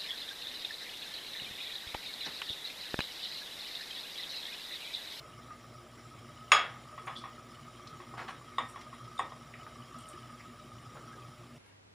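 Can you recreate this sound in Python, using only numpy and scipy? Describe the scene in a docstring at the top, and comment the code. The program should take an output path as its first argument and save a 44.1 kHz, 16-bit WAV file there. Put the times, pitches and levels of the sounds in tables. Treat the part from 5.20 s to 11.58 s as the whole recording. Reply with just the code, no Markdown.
"""Small tiled kitchen: a pan of greens simmers over a low electric hum.
Bursting bubbles make a wash, fizz and plops and keep the pan faintly ringing; water spits on its
hot wall, a hand pushes the leaves down. A metal bowl is put down with one sharp clink, then
kitchenware is shifted, scraped and knocked. Blows ring decaying modes; scrapes are tiny slips.
The hard walls add a short tail."""
import sys
import numpy as np
from scipy import signal
from scipy.fft import rfft, irfft, next_fast_len
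from scipy.io import wavfile
from scipy.ndimage import uniform_filter1d

SR = 44100
rng = np.random.default_rng(int(sys.argv[2]) if len(sys.argv) > 2 else 0)


def to_wav(s):
    """Save 16-bit WAV."""
    ch = np.atleast_2d(s).T  # columns
    pcm = np.round(np.clip(ch, -1, 1) * 32767)  # PCM
    wavfile.write(sys.argv[1], SR, pcm.astype(np.int16))


N = 281490
TIME_S = np.arange(N) / SR

# Boil strength contour: t/s, relative level/dB (compressed in simmer)
BOIL = [(0.0, -54.5), (0.21, -61.5), (0.62, -63.5), (1.31, -59), (3.71, -57), (4.35, -60), (4.87, -54),
        (5.47, -61), (5.85, -56.5), (6.38, -68)]
# Simmer spectra: f/Hz, relative density/dB
WASH_SPECTRUM = [(25, -40), (50, -19), (80, -0.5), (140, 7), (185, -3.5), (300, -1.5), (480, -6),
                 (640, -3.5), (900, -10.5), (1550, -12), (2100, -10), (2650, -15.5), (3500, -15.5),
                 (7000, -39.5)]
FIZZ_SPECTRUM = [(3000, -5.5), (3900, -4), (4400, -6), (5000, -1.5), (5600, -0.5), (6300, -10.5),
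                 (6800, -6.5), (7400, -3), (8050, -12), (8800, -11), (10000, -7), (11200, -14),
                 (13700, -25), (14900, -11.5)]
# Pan modes: f/Hz, level/dB, t60/s, bubble rate/(1/s)
PAN_MODES = [(1163, -63, 0.063, 200), (1230, -61.5, 0.088, 190), (1277.4, -59.5, 0.11, 200),
             (2118, -78, 0.09, 70), (2978, -73, 0.029, 67), (3224, -74.5, 0.12, 100),
             (3785, -77.5, 0.17, 78), (5090, -77.5, 0.16, 100), (5660, -76, 0.043, 120),
             (6900, -81, 0.074, 140), (8850, -81.5, .04, 140), (9500, -82.5, 0.064, 150)]
# Largest bubbles: t/s, level/dB, f/Hz
BIG_BUBBLES = [(0.192, -46, 1240), (0.306, -39.5, 1230), (1.728, -41.5, 1255), (4.4654, -37, 1247),
               (4.938, -43.5, 340), (5.771, -43, 1327), (5.93, -49, 1620)]
# Water spits: t/s, level/dB
SPITS = [(1.964, -64.5), (3.483, -59), (4.781, -59.5), (4.88, -56.5)]
# Leaf rustles; kitchenware scrapes, the last row a bubble's brief burst at the pan: t/s, length/s, level/dB,
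# centre f/Hz, width/oct
LEAF_RUSTLES = [(5.745, 0.057, -54, 640, 1.0), (5.95, .042, -57, 398, .45)]
SCRAPES = [(1.868, 0.032, -42.5, 1080, 1), (1.954, 0.022, -44, 3410, 0.1), (1.957, 0.05, -53.5, 4120, 0.42),
           (2.672, 0.0089, -49.5, 4130, 0.54), (2.971, 0.071, -42, 900, 1.29),
           (3.078, 0.035, -43, 1140, 1.3), (3.609, 0.016, -52, 2000, 1.2),
           (4.336, 0.019, -47.5, 2060, 0.31), (5.193, 0.031, -55.5, 2100, 0.29)]
# Modes of bowl (wall damped, rim clear), pot and pot rim: f/Hz, level/dB, t60/s
BOWL_MODES = [(1150, -4, .03), (1211, -13, .17), (1258, -15, .28), (1444, -26, .2), (2170, -21, .2),
              (2260, -5, .018), (2690, -6, .022), (3290, -26, .2), (3321, -23.5, .3), (3350, -26, .18),
              (5052, -31, .22), (6735, -15, .075), (6760, -31, .15), (8355, -37, .23), (9313, -28.5, .1),
              (10480, -39, .15), (11570, -49, .14), (14240, -48, .1)]
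POT_MODES = [(790, -7, .02), (1010, -2, .022), (1110, 3, .026), (1270, -12, .11), (1850, -17, .28),
             (2000, -13, .02), (3370, -23, .15)]
RIM_MODES = [(3645, 5, 0.038), (5000, -12, 0.042), (6880, -16.5, 0.09), (8100, -13.5, 0.031),
             (8430, -19, .07), (9650, -18.5, .05)]
# Spectra of unresolved modes: f/Hz, relative density/dB
BOWL_CLATTER = [(80, -50), (250, -34), (420, -9.5), (700, -1), (1000, -2.5), (1500, 1.5), (2100, 2),
                (2600, -8), (3050, -1.5), (3700, -4), (4300, -15), (5500, -13.5), (6200, -35), (13000, -44)]
POT_CLATTER = [(70, -46), (200, -20), (450, -5.5), (720, 0), (1100, 5), (1500, -5), (2100, -0.5),
               (2900, -8.5), (3650, -10), (4200, -27), (8000, -45), (13000, -44)]
# Blows on bowl and pot rim: t/s, level/dB, tilt/(dB/oct)
BOWL_BLOWS = [(1.3183, -7, 0.5), (1.8625, -78, 15.5)]
RIM_BLOWS = [(3.3828, -33.5, -4.5), (3.979, -44.5, -2), (3.990, -40, 6)]
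# Pot knocks: t/s, level/dB, tilt/(dB/oct), rebound/amplitude ratio
POT_KNOCKS = [(1.7775, -37.5, 2, 0), (1.877, -29.5, 1, 0.36), (2.0375, -36, 1, 0.83), (2.8005, -42, 2, 0.6),
              (2.9375, -38, -7, 0.3), (3.087, -36, -2.5, 0.3), (3.3826, -21, 0, 0.1),
              (3.5585, -35, -1, 0.1), (3.728, -41.5, 0.5, 0.04), (3.9925, -22, -2.5, 0.21),
              (4.1195, -38.5, -7, 0)]
# Hum partials: f/Hz, level/dB, throb depth/1
HUM_PARTIALS = [(57.4, -68.5, 0.17), (119.5, -59.5, 0.55), (238.2, -61.5, 0.58), (356, -67.5, 0.67),
                (609, -71, 0.53)]
# Room decay: f/Hz, t60/s
ROOM_DECAY = [(200, 0.57), (600, 0.2), (1200, 0.3), (2500, 0.32), (5000, 0.25), (10000, 0.11)]


def simmer(wash_db=-56, fizz_db=-63.5, crackle_db=-76, compression=0.72):
    """Bursting bubbles make wash, fizz and crackle, and ring each pan mode."""
    times_s, levels_db = np.transpose(BOIL)
    boil = gain(compression * np.interp(TIME_S, times_s, levels_db - np.median(levels_db)))
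    wash = gain(wash_db) * coloured(rng.standard_normal(N), WASH_SPECTRUM)
    fizz = gain(fizz_db) * coloured(clicks(9000, 1.4), FIZZ_SPECTRUM)
    bed = np.std(wash + fizz) * spurts(wash + fizz, depth_db=2.2)
    pan = np.zeros(N)
    for hz, db, t60_s, per_s in PAN_MODES:
        mode = signal.oaconvolve(clicks(per_s, 4.65), ring([(hz, 0, t60_s)]))[:N]
        pan += gain(db) * unit_rms(mode)
    crackle_hz_db = [(1000, -1), (3500, -1), (9500, -14), (13000, -24)]
    crackle = gain(crackle_db) * coloured(clicks(92, 2.0), crackle_hz_db)
    return bed * boil ** 0.16 + boil * (pan + crackle)


def spurts(x, depth_db):
    """Patches of about 40 ms by 250 Hz swell and sink; rms 1."""
    bins = signal.stft(x, nperseg=1024, noverlap=768)[2]
    field = uniform_filter1d(rng.standard_normal(bins.shape), size=6, axis=0)
    field = unit_rms(uniform_filter1d(field, size=7, axis=1))
    return unit_rms(signal.istft(bins * gain(depth_db * field), nperseg=1024, noverlap=768)[1][:N])


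def plops(t60_s=0.079, splash_db=-13, splash_decay_s=0.016):
    """Each bubble bursts with a short tone and a wet splash."""
    out, t = np.zeros(N), np.arange(4096) / SR
    splash_hz_db = [(100, -15), (400, 4.5), (1800, 8), (6000, -39)]
    splashing = coloured(rng.standard_normal(N + len(t)), splash_hz_db)
    for at_s, db, hz in BIG_BUBBLES + small_bubbles():
        splash = splashing[round(at_s * SR):][:len(t)]
        add(out, at_s, gain(db) * ring([(hz, 0, t60_s)]))
        add(out, at_s, gain(db + splash_db) * splash * np.exp(-t / splash_decay_s))
    return kitchen(out, wet_db=-12)


def small_bubbles(per_s=2, level_db=-53.5, spread_db=1, glug_share=0.45):
    """Deep bubbles glug, shallow ones blip near the pan's note. Rows: t/s, level/dB, f/Hz."""
    glug_hz, blip_hz = (253, 393), (1184, 1300)
    rows = []
    for slot, (when, size, depth, pitch) in enumerate(rng.random((64, 4))):
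        low_hz, high_hz = glug_hz if depth < glug_share else blip_hz
        db = level_db + spread_db * (2 * size - 1)
        rows.append(((slot + when) / per_s, db, low_hz + pitch * (high_hz - low_hz)))
    return [row for row in rows if row[0] < N / SR]


def spits(length_s=0.042, centre_hz=8750, width_oct=0.3):
    """Water on the hot pan wall: a short, high hiss of tiny bursts."""
    rows = [(at_s, length_s, db, centre_hz, width_oct) for at_s, db in SPITS]
    return grain_bursts(rows, spread_db=7.5, skirt=1.2)


def bowl_clinks():
    """Metal bowl put down: clear modes over a cracking clatter."""
    tones = kitchen(strikes(BOWL_BLOWS, BOWL_MODES, rise_s=0.00027), wet_db=-4.5)
    return tones + clatter(BOWL_BLOWS, BOWL_CLATTER, level_db=-15, bass_t60_s=0.55, crack=1.2)


def pot_knocks(rebound_s=0.018):
    """Pot hits the counter; landing tilted, it touches again."""
    blows = [(at_s, db, tilt) for at_s, db, tilt, _ in POT_KNOCKS]
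    blows += [(at_s + rebound_s, db + 20 * np.log10(rebound), tilt)
              for at_s, db, tilt, rebound in POT_KNOCKS if rebound > 0]
    tones = kitchen(strikes(blows, POT_MODES, rise_s=0.00035), wet_db=-6)
    return tones + clatter(blows, POT_CLATTER, level_db=-13.5, bass_t60_s=0.33, crack=0.05)


def rim_tings():
    """Touches ring the pot rim's high modes."""
    return kitchen(strikes(RIM_BLOWS, RIM_MODES, rise_s=0.00049), wet_db=-8)


def strikes(blows, modes, rise_s):
    """Each blow rings the object's clear modes."""
    out = np.zeros(N)
    for at_s, db, tilt_db_oct in blows:
        add(out, at_s, gain(db) * ring(modes, tilt_db_oct, rise_s))
    return out


def ring(modes, tilt_db_oct=0, rise_s=0.00032):
    """Decaying modes; harder contact tilts them toward the treble."""
    t, out = np.arange(SR // 2) / SR, 0
    main_hz = max(modes, key=lambda mode: mode[1])[0]
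    for k, (hz, db, t60_s) in enumerate(modes):
        level_db = db + tilt_db_oct * np.log2(hz / main_hz) - 60 * t / t60_s
        out += (-1) ** k * gain(level_db) * np.sin(2 * np.pi * hz * t)  # neighbours swing opposite ways
    return out * (1 - np.exp(-t / rise_s))


def clatter(blows, spectrum, level_db, bass_t60_s, crack, rise_s=0.0005, crack_s=0.004):
    """Dense modes: a brief crack, then noise whose treble dies first."""
    out, t = np.zeros(N), np.arange(16384) / SR
    attack = (1 - np.exp(-t / rise_s)) * (1 + crack * np.exp(-(t / crack_s) ** 2))
    for at_s, db, tilt_db_oct in blows:
        tilted = [(hz, band_db + tilt_db_oct * np.log2(hz / 1000)) for hz, band_db in spectrum]
        hz, frame_s, bins = signal.stft(coloured(rng.standard_normal(len(t)), tilted), SR, nperseg=256)
        t60_s = bass_t60_s / np.sqrt(1 + hz[:, None] / 2500)
        wash = signal.istft(bins * gain(-60 * frame_s / t60_s), SR, nperseg=256)[1][:len(t)]
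        add(out, at_s, gain(db + level_db) * wash * attack)
    return out


def rubs():
    """Tiny slips of shifted kitchenware and of leaves under a hand, and one bubble's brief burst."""
    return grain_bursts(SCRAPES + LEAF_RUSTLES, spread_db=2.5, skirt=2.1)


def grain_bursts(rows, spread_db, skirt, size=32768):
    """Dense band-limited clicks; fast swell, then decay."""
    out, pulses = np.zeros(N), clicks(5000, spread_db)
    hz = np.fft.rfftfreq(size, 1 / SR) + 1
    for at_s, length_s, db, centre_hz, width_oct in rows:
        progress = np.arange(size) / SR / length_s
        envelope = np.minimum(progress / 0.14, 1) * np.exp(-progress ** 3)
        band = (1 + (np.log2(hz / centre_hz) / width_oct) ** 2 / (2 * skirt)) ** (-2 * skirt)
        grains = unit_rms(irfft(rfft(pulses[round(at_s * SR):][:size], size) * band))
        add(out, at_s, gain(db) * grains * envelope)
    return out


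def hum(throb_hz=12.6, wander_hz=9.1):
    """Electric hum: near-steady fundamental, overtones uneven in level and phase."""
    out = np.zeros(N)
    for hz, db, throb in HUM_PARTIALS:
        envelope = np.exp(throb * drift(throb_hz))
        phase_rad = 2 * np.pi * hz * TIME_S + 0.92 * throb * drift(wander_hz)
        out += gain(db) * unit_rms(envelope * np.sin(phase_rad))
    return out


def kitchen(x, wet_db, first_echo_s=0.0023):
    """Direct sound plus dense tile reflections, decaying per band."""
    t = np.arange(SR * 3 // 4) / SR
    hz, frame_s, bins = signal.stft(rng.standard_normal(len(t)), SR, nperseg=256)
    bins = np.exp(1j * np.angle(bins)) * gain(-60 * frame_s / lookup(ROOM_DECAY, hz)[:, None])
    tail = signal.istft(bins, SR, nperseg=256)[1][:len(t)] * (t > first_echo_s)
    return x + gain(wet_db) * signal.fftconvolve(x, tail / np.linalg.norm(tail))[:N]


def side_hiss(level_db=-77):
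    """Faint hiss, antiphase between left and right."""
    hiss_hz_db = [(40, -7), (120, -2), (400, -4), (1200, -2.5), (3000, -13.5), (10000, -33), (15000, -14)]
    return gain(level_db) * coloured(rng.standard_normal(N), hiss_hz_db) * np.array([[1], [-1]])


def clicks(per_s, spread_db):
    """Random impulses, most small, a few large."""
    place, chance, sign = rng.random((int(per_s * N / SR) + 1, 3)).T
    size = gain(spread_db * np.minimum(-np.log(1 - chance), 4))
    return np.bincount((place * N).astype(int), size * np.sign(sign - 0.5), N)


def drift(cutoff_hz, size=4096):
    """Slow noise, rms 1."""
    hz = np.fft.rfftfreq(size, N / SR / size)
    slow = irfft(rfft(rng.standard_normal(size)) / (1 + (hz / cutoff_hz) ** 4))
    return unit_rms(np.interp(TIME_S, np.linspace(0, N / SR, size), slow))


def coloured(x, spectrum):
    """Filter by a spectrum (f/Hz, level/dB); rms 1."""
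    size = next_fast_len(len(x))
    response = gain(lookup(spectrum, np.fft.rfftfreq(size, 1 / SR)))
    return unit_rms(irfft(rfft(x, size) * response, size)[:len(x)])


def lookup(table, hz):
    """Interpolate over log frequency."""
    table_hz, values = np.transpose(table)
    return np.interp(np.log(hz + 1), np.log(table_hz + 1), values)


def add(mix, at_s, sound):
    """Mix in place."""
    part = mix[round(at_s * SR):][:len(sound)]
    part += sound[:len(part)]


def gain(db):
    """dB to amplitude."""
    return 10 ** (np.asarray(db) / 20)


def unit_rms(x):
    """Scale to rms 1."""
    return x / np.sqrt(np.mean(x ** 2) + 1e-20)


def scene():
    """All sources centred, hiss at the sides."""
    blows = bowl_clinks() + pot_knocks() + rim_tings()
    grains = kitchen(rubs() + spits(), wet_db=-8)
    return blows + grains + simmer() + plops() + hum() + side_hiss()


def record(dry, low_hz=45, high_hz=15500):
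    """Microphone bass roll-off, then band limit."""
    thinned = signal.sosfilt(signal.butter(4, low_hz, "highpass", fs=SR, output="sos"), dry)
    lowpass = signal.firwin(511, high_hz, window=("kaiser", 9), fs=SR)
    return signal.oaconvolve(thinned, lowpass[None], "same")


dry = scene()
out = record(dry)
to_wav(out)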